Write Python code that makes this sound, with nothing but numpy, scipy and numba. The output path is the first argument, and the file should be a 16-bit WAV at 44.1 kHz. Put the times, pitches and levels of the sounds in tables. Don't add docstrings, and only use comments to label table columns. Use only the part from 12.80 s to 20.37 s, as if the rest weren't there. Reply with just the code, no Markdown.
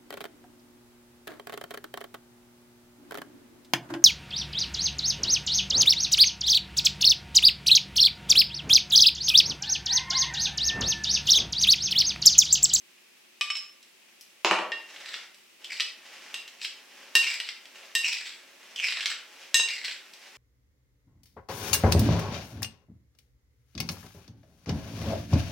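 import sys
import numpy as np
from scipy import signal
from scipy.fft import rfft, irfft, next_fast_len
from scipy.io import wavfile
from scipy.ndimage import uniform_filter1d
from numba import njit

SR = 44100
rng = np.random.default_rng(int(sys.argv[2]) if len(sys.argv) > 2 else 0)


def unload_audio(sound):
    columns = np.transpose(np.atleast_2d(sound))
    steps = np.round(np.clip(columns, -1, 1) * 32767)
    wavfile.write(sys.argv[1], SR, steps.astype(np.int16))


N = 333837
TIME_S = np.arange(N) / SR
RING_TIME_S = TIME_S[:SR * 3 // 4]

# start_s, ring_db, ring_tilt_db_per_oct, t60_ratio, crack_db, crack_tilt_db_per_oct
SAUCE_TAPS = [(0.6105, -21.5, -14, .9, -6.5, -0.5), (0.7022, -25, 0.5, 1.0, -14, -3),
              (0.753, -39, 6.5, .9, -17, -5), (0.768, -36, 5.5, .8, -21, 4)]
# start_s, ring_db, ring_tilt_db_per_oct, t60_ratio, crack_db, crack_tilt_db_per_oct
GLASS_RINGS = [(1.9189, -24.5, -13.5, .65, -9.5, -9), (3.5421, -33.5, -4, .8, -13, 1.5),
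               (4.3528, -14, -2.5, .6, -0.5, 7.5), (5.1513, -20, -2, .6, -5, 6.5),
               (6.7435, -16.5, 4, .7, 0, 7), (6.798, -19, -0.5, .7, -42, 5)]
# start_s, level_db, tilt_db_per_oct
KNOCKS = [(1.6476, 7.5, -0.5), (1.7114, 7.5, -2), (1.789, -2.5, -2.5)]
# freq_hz, level_db
TICK_SPECTRUM = [(40, -43.5), (130, -64), (350, -22.5), (950, -21), (1320, -6.5), (2100, 3.5), (3000, 10),
                 (4000, 5), (5600, 2.5), (6700, -11), (8000, -5.5), (9500, -20), (11000, -17), (15500, -30)]


def from_db(db):
    return 10 ** (np.asarray(db) / 20)


def rms_one(x):
    return x / np.sqrt(np.mean(x ** 2) + 1e-20)


def at_hz(points, hz):
    freq_hz, value = np.transpose(points)
    return np.interp(np.log(hz + 1e-9), np.log(freq_hz), value)


def add(track, start_s, sound):
    start = round(start_s * SR)
    track[start:start + len(sound)] += sound[:N - start]


def colour(x, points, tilt_db_per_oct=0, size=4096):
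    hz = np.maximum(np.fft.rfftfreq(size, 1 / SR), 10)
    cepstrum = irfft(np.log(from_db(at_hz(points, hz) + tilt_db_per_oct * np.log2(hz))))
    cepstrum[size // 2:] = 0
    cepstrum[0] = 0
    response = irfft(np.exp(2 * rfft(cepstrum)))
    return signal.fftconvolve(x, response / np.linalg.norm(response))[:len(x)]


def equalise(x, points):
    size = next_fast_len(len(x))
    gain = from_db(at_hz(points, np.fft.rfftfreq(size, 1 / SR)))
    return irfft(rfft(x, size) * gain, size)[:len(x)]


def low_cut(x, hz):
    return signal.sosfilt(signal.butter(2, hz, "high", fs=SR, output="sos"), x)


def held(start_s, length_s, attack_s, release_s):
    age_s = TIME_S - start_s
    return np.clip(age_s / attack_s, 0, 1) * np.clip(1 - (age_s - length_s) / release_s, 0, 1)


def wander(hz):
    return rms_one(signal.sosfilt(signal.butter(2, hz, fs=SR, output="sos"), rng.standard_normal(N)))


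def grains(per_s, spread_db):
    sizes = from_db(spread_db * np.minimum(rng.exponential(1, N), 4)) * rng.choice([-1, 1], N)
    return rms_one(sizes * (rng.random(N) < per_s / SR))


def evened(x, window_s):
    return x / np.sqrt(np.abs(uniform_filter1d(x ** 2, int(window_s * SR))) + 1e-12)


@njit
def gliding_resonance(x, hz, width_hz):
    out, state = np.zeros(len(x)), 0j
    for i in range(len(x)):
        state = state * np.exp((2j * np.pi * hz[i] - np.pi * width_hz) / SR) + x[i]
        out[i] = state.real
    return out


def ringing(onsets, modes, pivot_hz, vary_db):
    out = np.zeros(N)
    hz, mode_db, t60_s = np.transpose(modes)[:, :, None]
    octaves = np.log2(np.maximum(hz / pivot_hz, 1))
    for start_s, level_db, tilt_db_per_oct, t60_ratio, *_ in onsets:
        gain_db = level_db + mode_db + tilt_db_per_oct * octaves + vary_db * rng.standard_normal(hz.shape)
        waves = rng.choice([-1, 1], hz.shape) * np.sin(2 * np.pi * hz * RING_TIME_S)
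        decay_db = 60 * RING_TIME_S / (t60_s * t60_ratio)
        add(out, start_s, np.sum(waves * from_db(gain_db - decay_db), axis=0))
    return out


def contacts(blows, spectrum, rattle_db, rattle_t60_s):
    out = np.zeros(N)
    for start_s, level_db, tilt_db_per_oct in blows:
        burst = rng.standard_normal(len(RING_TIME_S)) * from_db(-60 * RING_TIME_S / rattle_t60_s)
        burst = from_db(rattle_db) * burst / np.linalg.norm(burst)
        burst[0] = 1
        add(out, start_s, from_db(level_db) * colour(burst, spectrum, tilt_db_per_oct))
    return out


def microphone_hiss(level_db):
    # freq_hz, level_db
    hiss_spectrum = [(15, -32), (25, -33), (126, -21), (233, -6.5), (322, -11.5), (359, -1.5), (410, -11),
                     (804, -15), (970, -16), (1110, -13.5), (1490, -14.5), (2300, -6.5), (2560, -3.5),
                     (3440, -10), (15500, -21.5)]
    return from_db(level_db) * np.array([colour(white, hiss_spectrum)
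                                         for white in rng.standard_normal((2, N))])


def diffuse(mid, side):
    # freq_hz, side_over_mid_db
    width = [(40, 0.5), (130, -13), (300, -11.5), (1000, -12), (2500, -12.5), (5000, -4), (8000, -3.5),
             (14000, -2.5)]
    side = equalise(side, width)
    return np.array([mid + side, mid - side])


def kitchen(x, wet_db, build_s=0.00043, gap_s=0.0027):
    # freq_hz, t60_s
    room_decay = [(150, 0.31), (500, 0.77), (1500, 0.6), (3000, 0.45), (8000, 0.36), (15000, 0.14)]
    centres_hz, t60s_s = np.transpose(room_decay)
    size = len(RING_TIME_S)
    hz = np.fft.rfftfreq(size, 1 / SR)
    noise = rfft(diffuse(*rng.standard_normal((2, size))))
    tail = sum(irfft(noise * np.interp(hz, centres_hz, band), size) * from_db(-60 * RING_TIME_S / t60_s)
               for band, t60_s in zip(np.eye(len(centres_hz)), t60s_s))
    onset = 1 - np.exp(-np.maximum(RING_TIME_S - gap_s, 0) / build_s)
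    spectrum = rfft(tail * onset)
    power = uniform_filter1d(np.abs(spectrum.mean(axis=0)) ** 2, size=18)
    taper = (RING_TIME_S > gap_s) * (1 - RING_TIME_S / RING_TIME_S[-1]) ** 2
    tail = irfft(spectrum / np.sqrt(power), size) * taper
    tail /= np.linalg.norm(tail.mean(axis=0))
    return x + from_db(wet_db) * signal.fftconvolve(x[None], tail, axes=1)[:, :len(x)]


def salad(smack_db, tumble_db, stir_db=-55, settle_db=-59.5):
    # start_s, end_s
    stirs = [(1.95, 2.37), (2.778, 9)]
    # start_s, length_s, level_db
    folds = [(2.04, 0.36, -44), (3.191, 0.36, -43), (4.075, 0.46, -49), (4.913, .14, -44.5),
             (5.776, 0.44, -49.5), (6.49, 0.15, -46.5), (7.37, 0.28, -48)]
    # freq_hz, level_db
    smack_spectrum = [(59, -35), (100, -41), (214, -32.5), (275, -23), (378, -11.5), (467, -5.5),
                      (530, -2.5), (1310, -3.5), (1960, 3), (2810, 2.5), (4190, -5), (5510, -4),
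                      (15500, -36)]
    # freq_hz, level_db
    bump_spectrum = [(100, -42), (200, -1.5), (420, 5.5), (800, 1), (1500, 2), (4000, -15.5)]
    stirring = sum(held(start_s, end_s - start_s, attack_s=0.022, release_s=0.022)
                   for start_s, end_s in stirs)
    folding = sum(from_db(level_db) * held(start_s, length_s, attack_s=0.056, release_s=0.1)
                  for start_s, length_s, level_db in folds)
    motion = np.hypot(from_db(settle_db) + from_db(stir_db) * stirring, folding)
    clusters = from_db(2 * wander(hz=22))
    smacks = clusters * colour(grains(per_s=1100, spread_db=1.5), smack_spectrum)
    bumps = colour(grains(per_s=300, spread_db=1.5), bump_spectrum)
    tumbling = stirring * (motion / from_db(stir_db)) ** 0.34
    return from_db(smack_db) * motion * smacks + from_db(tumble_db) * tumbling * bumps


def worktop_boom():
    # freq_hz, level_db, t60_s
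    modes = [(196.5, -12, 0.23), (256, -8.5, .18), (334, -1.5, 0.19), (405, 3, 0.17), (511, 2.5, 0.18),
             (644, -1, .16), (749, 3, 0.18), (910, 2, .16), (960, 1, .16), (1100, -4, .14)]
    blows = [(start_s, level_db - 40, tilt_db_per_oct, 1) for start_s, level_db, tilt_db_per_oct in KNOCKS]
    return low_cut(ringing(blows, modes, pivot_hz=600, vary_db=1), hz=220)


def sauce_bowl_knocks():
    # freq_hz, level_db
    knock_spectrum = [(53, -60), (90, -34.5), (135, -40.5), (186, -13), (274, -16.5), (332, -5),
                      (468, -12.5), (631, -1), (688, -8.5), (889, 0.5), (1650, -3.5), (2760, 0),
                      (3350, -11.5), (6370, -20), (15000, -49)]
    return contacts(KNOCKS, knock_spectrum, rattle_db=-1, rattle_t60_s=0.012)


def sauce_bowl_ring():
    # freq_hz, level_db, t60_s
    modes = [(1179, -11, .2), (2229, -11, .13), (2487, -3, .12), (2600, -8, .1), (2961, 0, .12),
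             (3040, -8, .1), (3820, -8, .1), (4651, -15, .08), (5310, -5, .18), (5390, -5, .13),
             (6821, -20, .08), (7350, -20, .1), (8200, -22, .12)]
    return low_cut(ringing(SAUCE_TAPS, modes, pivot_hz=2940, vary_db=3), hz=690)


def glass_bowl_ring():
    # freq_hz, level_db, t60_s
    modes = [(400, -26, .11), (900, -27, .08), (1090, -23, .2), (1838, -8, .27), (2630, -13, .08),
             (2770, 0, .25), (2800, -8, .13), (3600, -13, .09), (3850, -7, .22), (3900, -13, .1),
             (4220, -15, .08), (5040, -12, .24), (5110, -15, .18), (5620, -13, .12), (6400, -15, .22),
             (7290, -16, .14), (7960, -11, .12), (8420, -16, .1), (10800, -26, .07)]
    return low_cut(ringing(GLASS_RINGS, modes, pivot_hz=2400, vary_db=2.5), hz=266)


def spoon_ticks(gain_db):
    # start_s, level_db, tilt_db_per_oct
    catches = [(1.0286, -33, 4), (1.4103, -28, 13), (2.1617, -21.5, -5.5), (2.2594, -21, -2.5),
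               (2.341, -11.5, -7), (2.5446, -33.5, 7), (2.8442, -22, 3), (2.9983, -8.5, -4),
               (3.0044, -3.5, -1.5), (3.678, -23, 1.5), (3.8149, -20.5, -3), (3.8482, -10, -2),
               (4.3582, -13, -7.5), (4.539, -17, 4), (4.6007, -8.5, -2.5), (4.689, -12.5, -2),
               (4.855, -27.5, -1), (5.9607, -17.5, 1), (6.0844, -9, -4), (6.123, -11, -4.5),
               (6.171, -9.5, -6.5), (6.2071, -12, -3.5), (6.2581, -3, -1), (6.316, -10, -5.5),
               (6.8862, -12, 0), (7.0515, -14.5, -1.5), (7.0807, -12, -6), (7.3364, -30, 5.5)]
    cracks = [(start_s, crack_db, tilt_db_per_oct)
              for start_s, *_, crack_db, tilt_db_per_oct in SAUCE_TAPS + GLASS_RINGS]
    ticks = contacts(catches + cracks, TICK_SPECTRUM, rattle_db=12, rattle_t60_s=0.028)
    return from_db(gain_db) * low_cut(ticks, hz=510)


def spoon_strokes(smother_db_per_oct=21, wobble_db=5.1, wobble_oct=0.049, wobble_hz=24):
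    # start_s, length_s, first_hz, last_hz, squeal_db, rasp_db, easing_db_per_s
    strokes = [(2.22, 0.16, 2010, 1490, -33.5, -43.5, 39), (2.835, 0.088, 2880, 2700, -38.5, -60, 21),
               (2.897, 0.1, 2240, 1980, -31, -38, 44), (3.78, 0.1, 2900, 2200, -37.5, -40, 12),
               (4.41, .14, 2670, 2230, -22.5, -34, 9), (4.63, 0.046, 2020, 1600, -43.5, -39.5, 68),
               (5.228, 0.18, 2690, 2180, -20, -30.5, 73), (5.41, .13, 1810, 1580, -42.5, -38.5, 54),
               (5.968, 0.068, 2890, 2720, -24, -41.5, 2), (6.02, 0.295, 2550, 1350, -25, -37.5, 5),
               (6.87, 0.11, 2520, 1960, -25.5, -37, 2), (7.0, 0.13, 2230, 1640, -32.5, -38, 13)]
    pitch_hz = np.full(N, float(strokes[0][2]))
    squeal, rasp = np.zeros((2, N))
    for start_s, length_s, first_hz, last_hz, squeal_db, rasp_db, easing_db_per_s in strokes:
        age_s = np.clip(TIME_S - start_s, 0, length_s)
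        glide_hz = first_hz + (last_hz - first_hz) * age_s / length_s
        pitch_hz = np.where(TIME_S >= start_s, glide_hz, pitch_hz)
        eased_db = easing_db_per_s * age_s
        smother_db = smother_db_per_oct * np.log2(first_hz / glide_hz)
        tip = held(start_s, length_s, attack_s=0.015, release_s=0.02)
        edge = held(start_s, length_s, attack_s=0.038, release_s=0.02)
        squeal += from_db(squeal_db - eased_db - smother_db) * tip
        rasp += from_db(rasp_db - eased_db) * edge
    pressure = from_db(wobble_db * wander(wobble_hz))
    return pitch_hz * 2 ** (wobble_oct * wander(wobble_hz)), squeal * pressure, rasp * pressure


def spoon_scrapes(slips_per_s, unevenness, squeal_db, overtone_db, rasp_db, grit_db, swell_s=0.0009):
    # freq_hz, level_db
    rasp_spectrum = [(100, -54), (500, -41), (950, -1), (1350, -49.5), (2200, 13.5), (3100, 10),
                     (4200, 14.5), (5300, 6.5), (6500, -4.5), (7700, 8), (9400, -25), (10800, -7.5),
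                     (12500, -36), (15500, -11)]
    pitch_hz, squeal_gain, rasp_gain = spoon_strokes()
    gap, strength, shift = rng.standard_normal((N // 20, 3)).T
    slip_samples = (np.cumsum(np.exp(unevenness * gap)) * SR / slips_per_s).astype(int)
    slips = np.bincount(np.minimum(slip_samples, N), from_db(2 * strength), N + 1)[:N]
    pitch_hz *= np.exp(0.035 * np.interp(np.arange(N), slip_samples, shift))
    pole = np.exp(-1 / (swell_s * SR))
    friction = signal.lfilter([1], [1, -2 * pole, pole * pole], slips) * rng.standard_normal(N)
    low = high = friction
    for _ in range(2):
        low = gliding_resonance(low, pitch_hz, width_hz=560.)
        high = gliding_resonance(high, 2.1 * pitch_hz, width_hz=620.)
    squeal = from_db(squeal_db) * squeal_gain * evened(low, window_s=0.011)
    overtone = from_db(overtone_db) * np.sqrt(squeal_gain * rasp_gain) * evened(high, window_s=0.031)
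    rasp = from_db(rasp_db) * rasp_gain * evened(colour(friction, rasp_spectrum), window_s=0.029)
    grit = from_db(grit_db) * rasp_gain * colour(grains(per_s=70, spread_db=-2), TICK_SPECTRUM)
    return squeal + overtone + rasp + grit


def scene():
    taps = sauce_bowl_ring()
    glass = glass_bowl_ring()
    ticks = spoon_ticks(gain_db=-6)
    knocks = sauce_bowl_knocks()
    scrapes = spoon_scrapes(slips_per_s=230, unevenness=0.45,
                            squeal_db=-8.5, overtone_db=-13, rasp_db=-5.5, grit_db=-7.5)
    return (kitchen(taps, wet_db=-5.5) + kitchen(glass, wet_db=-2.5)
            + kitchen(ticks, wet_db=-1.5) + kitchen(scrapes, wet_db=-1.5)
            + kitchen(knocks, wet_db=2) + kitchen(worktop_boom(), wet_db=-4)
            + kitchen(salad(smack_db=-10, tumble_db=-69), wet_db=1.5)
            + microphone_hiss(level_db=-58.5))


def record(dry):
    # freq_hz, gain_db
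    left_treble = [(100, 0), (4000, -.3), (8000, 2.0), (15000, 1.0)]
    cutoff_hz = 16000
    rounded = np.tanh([equalise(dry[0], left_treble), dry[1]])
    return signal.sosfilt(signal.ellip(10, 0.1, 80, cutoff_hz, fs=SR, output="sos"), rounded)


dry = scene()
out = record(dry)
unload_audio(out)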